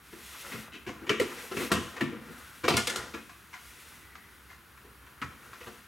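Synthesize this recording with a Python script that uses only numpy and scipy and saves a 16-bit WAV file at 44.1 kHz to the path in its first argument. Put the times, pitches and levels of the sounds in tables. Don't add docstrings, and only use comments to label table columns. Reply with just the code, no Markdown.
import sys
import numpy as np
from scipy import signal
from scipy.fft import rfft, irfft, next_fast_len
from scipy.io import wavfile
from scipy.ndimage import uniform_filter1d

SR = 44100
rng = np.random.default_rng(int(sys.argv[2]) if len(sys.argv) > 2 else 0)


def unload_audio(sound):
    columns = np.transpose(np.atleast_2d(sound))
    steps = np.round(np.clip(columns, -1, 1) * 32767)
    wavfile.write(sys.argv[1], SR, steps.astype(np.int16))


N = 258867
RING = int(.5 * SR)

# freq_hz, gain_db
AIR_EQ = [(48, -43), (63, 15), (80, 2), (400, -5), (650, -15), (1000, -6), (1450, -3.5), (2100, -8.5),
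          (5000, -19), (8300, -20.5), (10500, -15.5), (15500, -19)]
# pitch_hz, width_hz, level_db
DRONES = [(62, 11, -64.5), (1445, 290, -64.5)]
# freq_hz, t60_s
ROOM_DECAY = [(100, 1), (250, 1), (500, 0.59), (1200, 0.44), (2500, 0.58), (6000, 0.69), (10000, 0.46),
              (16000, 0.12)]
# freq_hz, gain_db
SIDE_EQ = [(60, -14.5), (300, -12.5), (2000, -11), (4500, -6), (6500, -26), (14000, -42)]
# freq_hz, difference_db
PAN_CURVE = [(60, -5), (130, -2.5), (250, 1.3), (2000, 2.9), (4200, 1.2), (7000, .3)]

# freq_hz, gain_db
CLOTH_EQ = [(700, -52), (2000, 10.5), (3500, 6), (5000, 2.5), (12000, 3.5), (16000, -3.5)]
# freq_hz, gain_db
SLIDE_EQ = [(70, -0.5), (220, -2.5), (440, -9.5), (1300, 5.5), (2000, 1), (3000, -13.5), (4200, -16),
            (9000, -34)]
# freq_hz, gain_db
THUD_EQ = [(45, -41.5), (80, 5.5), (230, -3.5), (510, 6.5), (620, -14.5), (1500, -34)]
# freq_hz, gain_db
CRACK_EQ = [(300, -8), (1000, 6.5), (2000, 6), (2900, 5), (4200, -7), (6500, -8.5), (14000, -21)]
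# freq_hz, gain_db
TICK_EQ = [(1500, -49), (3200, 5), (4200, 6), (7000, 3.5), (8500, 2), (13000, -4.5), (16000, -10)]

# pitch_hz, level_db, t60_s
FLOOR_MODES = [(82, 9.5, 0.3), (122.5, 11.5, 0.18), (177, 3, 0.091)]
# pitch_hz, level_db, t60_s
BELLY_MODES = [(164, -2.5, 0.089), (222.8, 6, 0.13), (266, 5, 0.065), (337, 0.5, 0.089), (363, 2.5, 0.2),
               (430, 9, 0.069), (481, 8.5, 0.11)]
# pitch_hz, level_db, t60_s
WALL_MODES = [(692, 5.5, 0.071), (770, -1.5, 0.062), (1020, 7.5, 0.046), (1160, 4.5, 0.057),
              (1384, 5, 0.037), (1697, 0.5, 0.047), (1880, 5, 0.038), (2156, 9.5, 0.031), (2365, 9, 0.018),
              (2610, 10.5, 0.028), (3000, 4, 0.024), (3840, -0.5, .03)]
# pitch_hz, level_db, t60_s
OBJECT_MODES = [(1020, -6, 0.04), (1110, 3, 0.045), (1300, 4.5, 0.03), (1920, -12, 0.055),
                (2365, -6.5, 0.032)]
# pitch_hz, level_db, t60_s
PIECE_MODES = [(1420, 7.5, 0.047), (1707, -2, 0.074), (2120, 1, 0.047), (2650, -3, 0.023), (3450, 4, 0.022)]

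# start_s, peak_s, end_s, level_db
SWISH_CUES = [(-.03, .51, 0.72, -50), (1.17, 1.41, 1.64, -50), (1.52, 1.63, 1.715, -43.5),
              (1.72, 1.83, 2.06, -55), (2.15, 2.49, 2.81, -56), (2.76, 2.88, 3.95, -61),
              (3.45, 3.8, 4.165, -56), (4, 4.53, 4.6, -68), (5.3, 5.62, 6, -59.5)]
# start_s, peak_s, end_s, level_db
SLIDE_CUES = [(.35, .55, 0.78, -51), (.88, 1.04, 1.34, -53), (1.15, 1.37, 1.62, -48.5),
              (1.52, 1.64, 1.9, -42.5), (1.72, 2.1, 2.58, -49.5), (2.8, 2.98, 3.23, -44.5),
              (5.05, 5.7, 5.86, -55)]
# start_s, end_s, pitch_hz, width_hz, level_db
RUB_CUES = [(0.32, 0.39, 1340, 400, -50), (1.352, 1.44, 1980, 1290, -46), (2.17, 2.67, 1440, 141, -54.5),
            (3.89, 4.455, 1975, 80, -60)]
# start_s, level_db
THUMP_CUES = [(1.717, -37), (1.757, -43), (2.636, -45), (2.681, -50), (2.743, -39), (2.982, -47),
              (5.238, -43.5)]
# start_s, contact_s, level_db
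TAP_CUES = [(3.292, 0.0071, -50.5), (3.526, 0.018, -45), (4.152, 0.0041, -49), (4.486, .035, -53),
            (4.771, .0086, -59), (5.064, .0066, -57), (5.527, 0.013, -48.5)]
# start_s, contact_s, belly_db, belly_hz, wall_db, wall_hz
SCUFF_CUES = [(.125, 0.011, -48, 278, -54.5, 1490), (.505, 0.044, -44.5, 208, -45, 2220),
              (.716, 0.044, -53, 280, -48, 2920), (0.861, .02, -39.5, 254, -44, 1670),
              (.882, 0.014, -48, 245, -44, 1020), (1.007, 0.02, -46, 346, -62, 1500),
              (1.062, 0.015, -44.5, 343, -46, 1790), (1.511, .012, -39, 406, -41.5, 1510),
              (1.584, 0.042, -39, 276, -41.5, 1630), (1.701, 0.011, -39.5, 300, -41, 1050),
              (1.755, 0.027, -37, 314, -46, 1400), (1.963, 0.0083, -49, 437, -42.5, 1350),
              (2.117, 0.017, -43.5, 232, -68, 1820), (2.277, 0.023, -47.5, 194, -64.5, 1780),
              (2.633, .018, -32.5, 459, -33.5, 1440), (3.135, 0.013, -41, 280, -41.5, 1470),
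              (4.84, 0.014, -58, 336, -63, 900), (5.604, .012, -51, 330, -50.5, 1580),
              (5.664, 0.014, -46.5, 304, -49, 1135)]
# start_s, contact_s, belly_db, ring_db, tick_db
SET_DOWN_CUES = [(5.2155, 0.0037, -43.5, -40, -53), (5.2216, 0.0061, -50.5, -36, -56.5)]
# start_s, contact_s, belly_db, ring_db, tick_db
SNAP_CUES = [(2.767, 0.0032, -33, -27, -28), (2.87, 0.0065, -40, -33.5, -33.5),
             (2.897, 0.0044, -45, -35.5, -39.5), (2.9593, 0.0019, -46, -36, -36.5)]
# start_s, contact_s, belly_db, belly_hz, damping_s, wall_db, wall_hz, tick_db, tick_top_hz
KNOCK_CUES = [(1.093, 0.0028, -26.5, 338, 0.13, -25.5, 1990, -37, 6150),
              (1.197, 0.0039, -25.5, 378, 0.03, -31.5, 1880, -39.5, 14000),
              (1.212, 0.0046, -26.5, 334, 0.14, -37.5, 930, -47, 14000),
              (1.565, 0.011, -34.5, 363, 0.15, -37, 1710, -46.5, 9000),
              (1.7157, 0.0049, -26, 242, .16, -25.5, 1430, -31.5, 13700),
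              (2.007, 0.007, -28, 234, 0.26, -31, 1740, -46, 4230),
              (2.679, 0.0073, -27, 460, .06, -24.5, 1200, -30.5, 4830),
              (2.699, 0.0047, -30.5, 262, 0.066, -31, 780, -43, 4500),
              (2.734, 0.0082, -33, 236, 0.049, -34, 2680, -42, 5000)]


def undb(db):
    return 10 ** (np.asarray(db) / 20)


def unit(x):
    return x / np.sqrt(np.mean(x ** 2) + 1e-20)


def along(points, hz):
    freqs, values = np.transpose(points)
    return np.interp(np.log(hz + 1), np.log(freqs), values)


def eq(x, points):
    size = 2 * next_fast_len(x.shape[-1] // 2 + 2048)
    gain = undb(along(points, np.arange(size // 2 + 1) * SR / size))
    cepstrum = irfft(np.log(gain))
    cepstrum[1:size // 2] *= 2
    cepstrum[size // 2 + 1:] = 0
    return irfft(rfft(x, size) * np.exp(rfft(cepstrum)))[..., :x.shape[-1]]


def drift(rate_hz):
    hold = int(SR / rate_hz)
    steps = np.repeat(rng.standard_normal(N // hold + 1), hold)
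    return unit(uniform_filter1d(steps, hold)[:N])


def grains(size, spread_db):
    noise = rng.standard_normal(size)
    strength = np.repeat(rng.standard_normal(size // 32 + 1), 32)[:size]
    return unit(noise * undb(spread_db * strength))


def resonance(hz, width_hz):
    return unit(signal.lfilter(*signal.iirpeak(hz, hz / width_hz, fs=SR), rng.standard_normal((2, N))))


def ring(modes, detune):
    hz, db, t60 = np.transpose(modes)[:, :, None]
    t = np.arange(RING // 2) / SR
    sign, size, shift = rng.standard_normal((3, len(modes), 1))
    gain = np.sign(sign) * undb(db + 2 * size)
    tones = np.sin(2 * np.pi * hz * (1 + detune * shift) * t)
    return np.sum(gain * tones * np.exp(-np.log(1000) * t / t60), axis=0)


def reverb_tail():
    t = np.arange(RING) / SR
    hz = np.arange(RING // 2 + 1) * SR / RING
    noise = rfft(rng.standard_normal((2, RING)))
    centres_hz, t60s = np.transpose(ROOM_DECAY)
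    tail = 0
    for solo, t60 in zip(np.eye(len(t60s)), t60s):
        band = along(np.c_[centres_hz, solo], hz)
        tail = tail + irfft(noise * band, RING) * np.exp(-np.log(1000) * t / t60)
    return unit(tail)


def room(tail, tail_db=-6.5, early_db=-20.0, early_s=0.04):
    early = rng.standard_normal((2, RING)) * np.exp(-np.arange(RING) / SR / early_s)
    response = (undb(tail_db) * tail + undb(early_db) * unit(early)) / np.sqrt(RING)
    response[0, 0] += 1
    return response


def convolve(x, response):
    return signal.fftconvolve(x[None], response, axes=-1)[:, :max(len(x), response.shape[-1])]


def place(out, sound, start_s, contact_s, db):
    start, attack = int(start_s * SR), int((contact_s + .02) * SR)
    out[:, start:start + RING] += sound * undb(db) / np.sqrt(np.mean(sound[0, :attack] ** 2))


def stereo(sound, lean):
    mid, side = sound[0], eq(sound[1], SIDE_EQ)
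    return np.array([eq(mid + sign * side, [(hz, sign * lean * db / 2) for hz, db in PAN_CURVE])
                     for sign in (1, -1)])


def room_tone(air_db=-55.5):
    air = unit(eq(rng.standard_normal((2, N)), AIR_EQ)) * undb(air_db + .5 * drift(2.296))
    return air + sum(undb(db) * resonance(hz, width_hz) for hz, width_hz, db in DRONES)


def strokes(cues, sharpness=1.11):
    t = np.arange(N) / SR
    power = 0
    for start_s, peak_s, end_s, db in cues:
        speed = np.sin(np.pi / 2 * np.interp(t, [start_s, peak_s, end_s], [0, 1, 0]))
        power = power + (undb(db) * speed ** sharpness) ** 2
    return np.sqrt(power)


def jacket_and_slides(cloth_db=0.5, slide_db=-2.5, rumble_db=-1.5, rest_db=-84, drag_db=-4.5):
    swish = np.hypot(strokes(SWISH_CUES), undb(rest_db))
    push = np.hypot(strokes(SLIDE_CUES), undb(drag_db) * swish)
    space = room(reverb_tail())
    brushing = grains(N, 1.1) * undb(1.3 * drift(35))
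    cloth = unit(convolve(eq(brushing, CLOTH_EQ), space))
    slips = grains(N, 3.2) * undb(2.6 * drift(30))
    slide = unit(convolve(eq(slips, SLIDE_EQ), space))
    rumble = unit(convolve(signal.fftconvolve(slips, ring(BELLY_MODES, detune=0))[:N], space))
    grip = push / (push + undb(-51.0))
    plastic = undb(slide_db) * slide + undb(rumble_db) * grip * rumble
    return undb(cloth_db) * swish * cloth + push * plastic


def rubs():
    t = np.arange(N) / SR
    out = np.zeros((2, N))
    for start_s, end_s, hz, width_hz, db in RUB_CUES:
        swell = np.sin(np.pi * np.clip((t - start_s) / (end_s - start_s), 0, 1))
        out += undb(db) * resonance(hz, width_hz) * swell
    return out


def contact(contact_s, tail, tail_db, early_db, early_s=0.023, chatter_db=3.0):
    age = np.arange(RING) / SR / contact_s
    force = unit(age * np.exp(-1.3 * age ** 2))
    held = np.sqrt(signal.lfilter([1], [1, -np.exp(-2 / (early_s * SR))], force ** 2 + 1e-18))
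    early = unit(held) * np.array([grains(RING, chatter_db) for _ in range(2)])
    late = unit(tail * np.sqrt(np.cumsum(force ** 2)))
    burst = undb(early_db) * early + undb(tail_db) * late
    burst[0] += force * grains(RING, chatter_db)
    return burst


def body(burst, modes, dense_eq, dense_db=0.0, detune=.012):
    return unit(convolve(ring(modes, detune), burst)) + undb(dense_db) * unit(eq(burst, dense_eq))


def focus(hz, db_per_octave):
    return [(hz / 4, -2 * db_per_octave), (hz, 0), (hz * 4, -2 * db_per_octave)]


def belly(contact_s, tail, hz, damping_s=0.16):
    hump = [(hz / 4, -14.0), (hz / 1.2, 0), (hz * 1.2, 0), (hz * 2.2, -11.0)]
    since_contact = np.maximum(np.arange(RING) / SR - 2 * contact_s, 0)
    thud = body(contact(contact_s, tail, tail_db=-5.0, early_db=-2.0), BELLY_MODES, THUD_EQ)
    return eq(thud, hump) * np.exp(-since_contact / damping_s)


def walls(contact_s, tail, hz, hardness_db, db_per_octave=6.5):
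    burst = contact(contact_s, tail, tail_db=-5.0, early_db=-2.5, chatter_db=4.5)
    crack_db = 1.5 + 0.17 * min(hardness_db, 0)
    return eq(body(burst, WALL_MODES, CRACK_EQ, crack_db), focus(hz, db_per_octave))


def tick(contact_s, tail, top_hz=6400, tail_db=1.0, early_db=5.5):
    shelf = [(top_hz, 0), (top_hz * 1.4, -8.5)]
    return eq(eq(contact(contact_s, tail, tail_db, early_db), TICK_EQ), shelf)


def thumps(contact_s=0.0047):
    out = np.zeros((2, N + RING))
    low_cut = signal.butter(2, FLOOR_MODES[0][0], "high", fs=SR, output="sos")
    for start_s, db in THUMP_CUES:
        push = contact(contact_s, reverb_tail(), tail_db=-15.5, early_db=-30.0)
        thump = convolve(ring(FLOOR_MODES, detune=0.063), push)
        place(out, signal.sosfilt(low_cut, thump), start_s, contact_s, db)
    return out[:, :N]


def taps(wall_hz=1470, hardness_db=-11.5):
    out = np.zeros((2, N + RING))
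    for start_s, contact_s, db in TAP_CUES:
        tail = reverb_tail()
        clack = walls(contact_s, tail, wall_hz, hardness_db, db_per_octave=11.5)
        place(out, clack, start_s, contact_s, db)
        place(out, tick(contact_s, tail), start_s, contact_s, db + hardness_db)
    return out[:, :N]


def scuffs(hardness_db=-12):
    out = np.zeros((2, N + RING))
    for start_s, contact_s, belly_db, belly_hz, wall_db, wall_hz in SCUFF_CUES:
        tail = reverb_tail()
        place(out, belly(contact_s, tail, belly_hz), start_s, contact_s, belly_db)
        place(out, walls(contact_s, tail, wall_hz, hardness_db), start_s, contact_s, wall_db)
        place(out, tick(contact_s, tail), start_s, contact_s, wall_db + hardness_db)
    return out[:, :N]


def set_down(belly_hz=250.0, clack_hz=1680.0):
    out, tail = np.zeros((2, N + RING)), reverb_tail()
    for start_s, contact_s, belly_db, ring_db, tick_db in SET_DOWN_CUES:
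        burst = contact(contact_s, tail, tail_db=-6.5, early_db=-4.5)
        clack = body(burst, OBJECT_MODES, CRACK_EQ, dense_db=-4.0)
        place(out, belly(contact_s, tail, belly_hz), start_s, contact_s, belly_db)
        place(out, eq(clack, focus(clack_hz, db_per_octave=5.0)), start_s, contact_s, ring_db)
        place(out, tick(contact_s, tail), start_s, contact_s, tick_db)
    return out[:, :N]


def snaps(belly_hz=308.0, top_hz=11200.0):
    out = np.zeros((2, N + RING))
    for start_s, contact_s, belly_db, ring_db, tick_db in SNAP_CUES:
        tail = reverb_tail()
        clack = body(contact(contact_s, tail, tail_db=-6.0, early_db=1.0), PIECE_MODES, CRACK_EQ)
        place(out, belly(contact_s, tail, belly_hz), start_s, contact_s, belly_db)
        place(out, clack, start_s, contact_s, ring_db)
        place(out, tick(contact_s, tail, top_hz, tail_db=-4.0, early_db=1.0), start_s, contact_s, tick_db)
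    return out[:, :N]


def knocks():
    out = np.zeros((2, N + RING))
    for start_s, contact_s, belly_db, belly_hz, damping_s, wall_db, wall_hz, tick_db, top_hz in KNOCK_CUES:
        tail = reverb_tail()
        place(out, belly(contact_s, tail, belly_hz, damping_s), start_s, contact_s, belly_db)
        place(out, walls(contact_s, tail, wall_hz, tick_db - wall_db), start_s, contact_s, wall_db)
        place(out, tick(contact_s, tail, top_hz), start_s, contact_s, tick_db)
    return out[:, :N]


def scene():
    hits = knocks() + snaps() + thumps() + scuffs() + taps() + set_down()
    handling = hits + jacket_and_slides() + rubs()
    return stereo(handling, lean=0.78) + stereo(room_tone(), lean=0.41)


def record(dry, low_hz=52.6, top_hz=15850):
    thinned = signal.sosfilt(signal.butter(2, low_hz, "high", fs=SR, output="sos"), dry)
    return signal.sosfilt(signal.ellip(10, .2, 80, top_hz, fs=SR, output="sos"), thinned)


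dry = scene()
out = record(dry)
unload_audio(out)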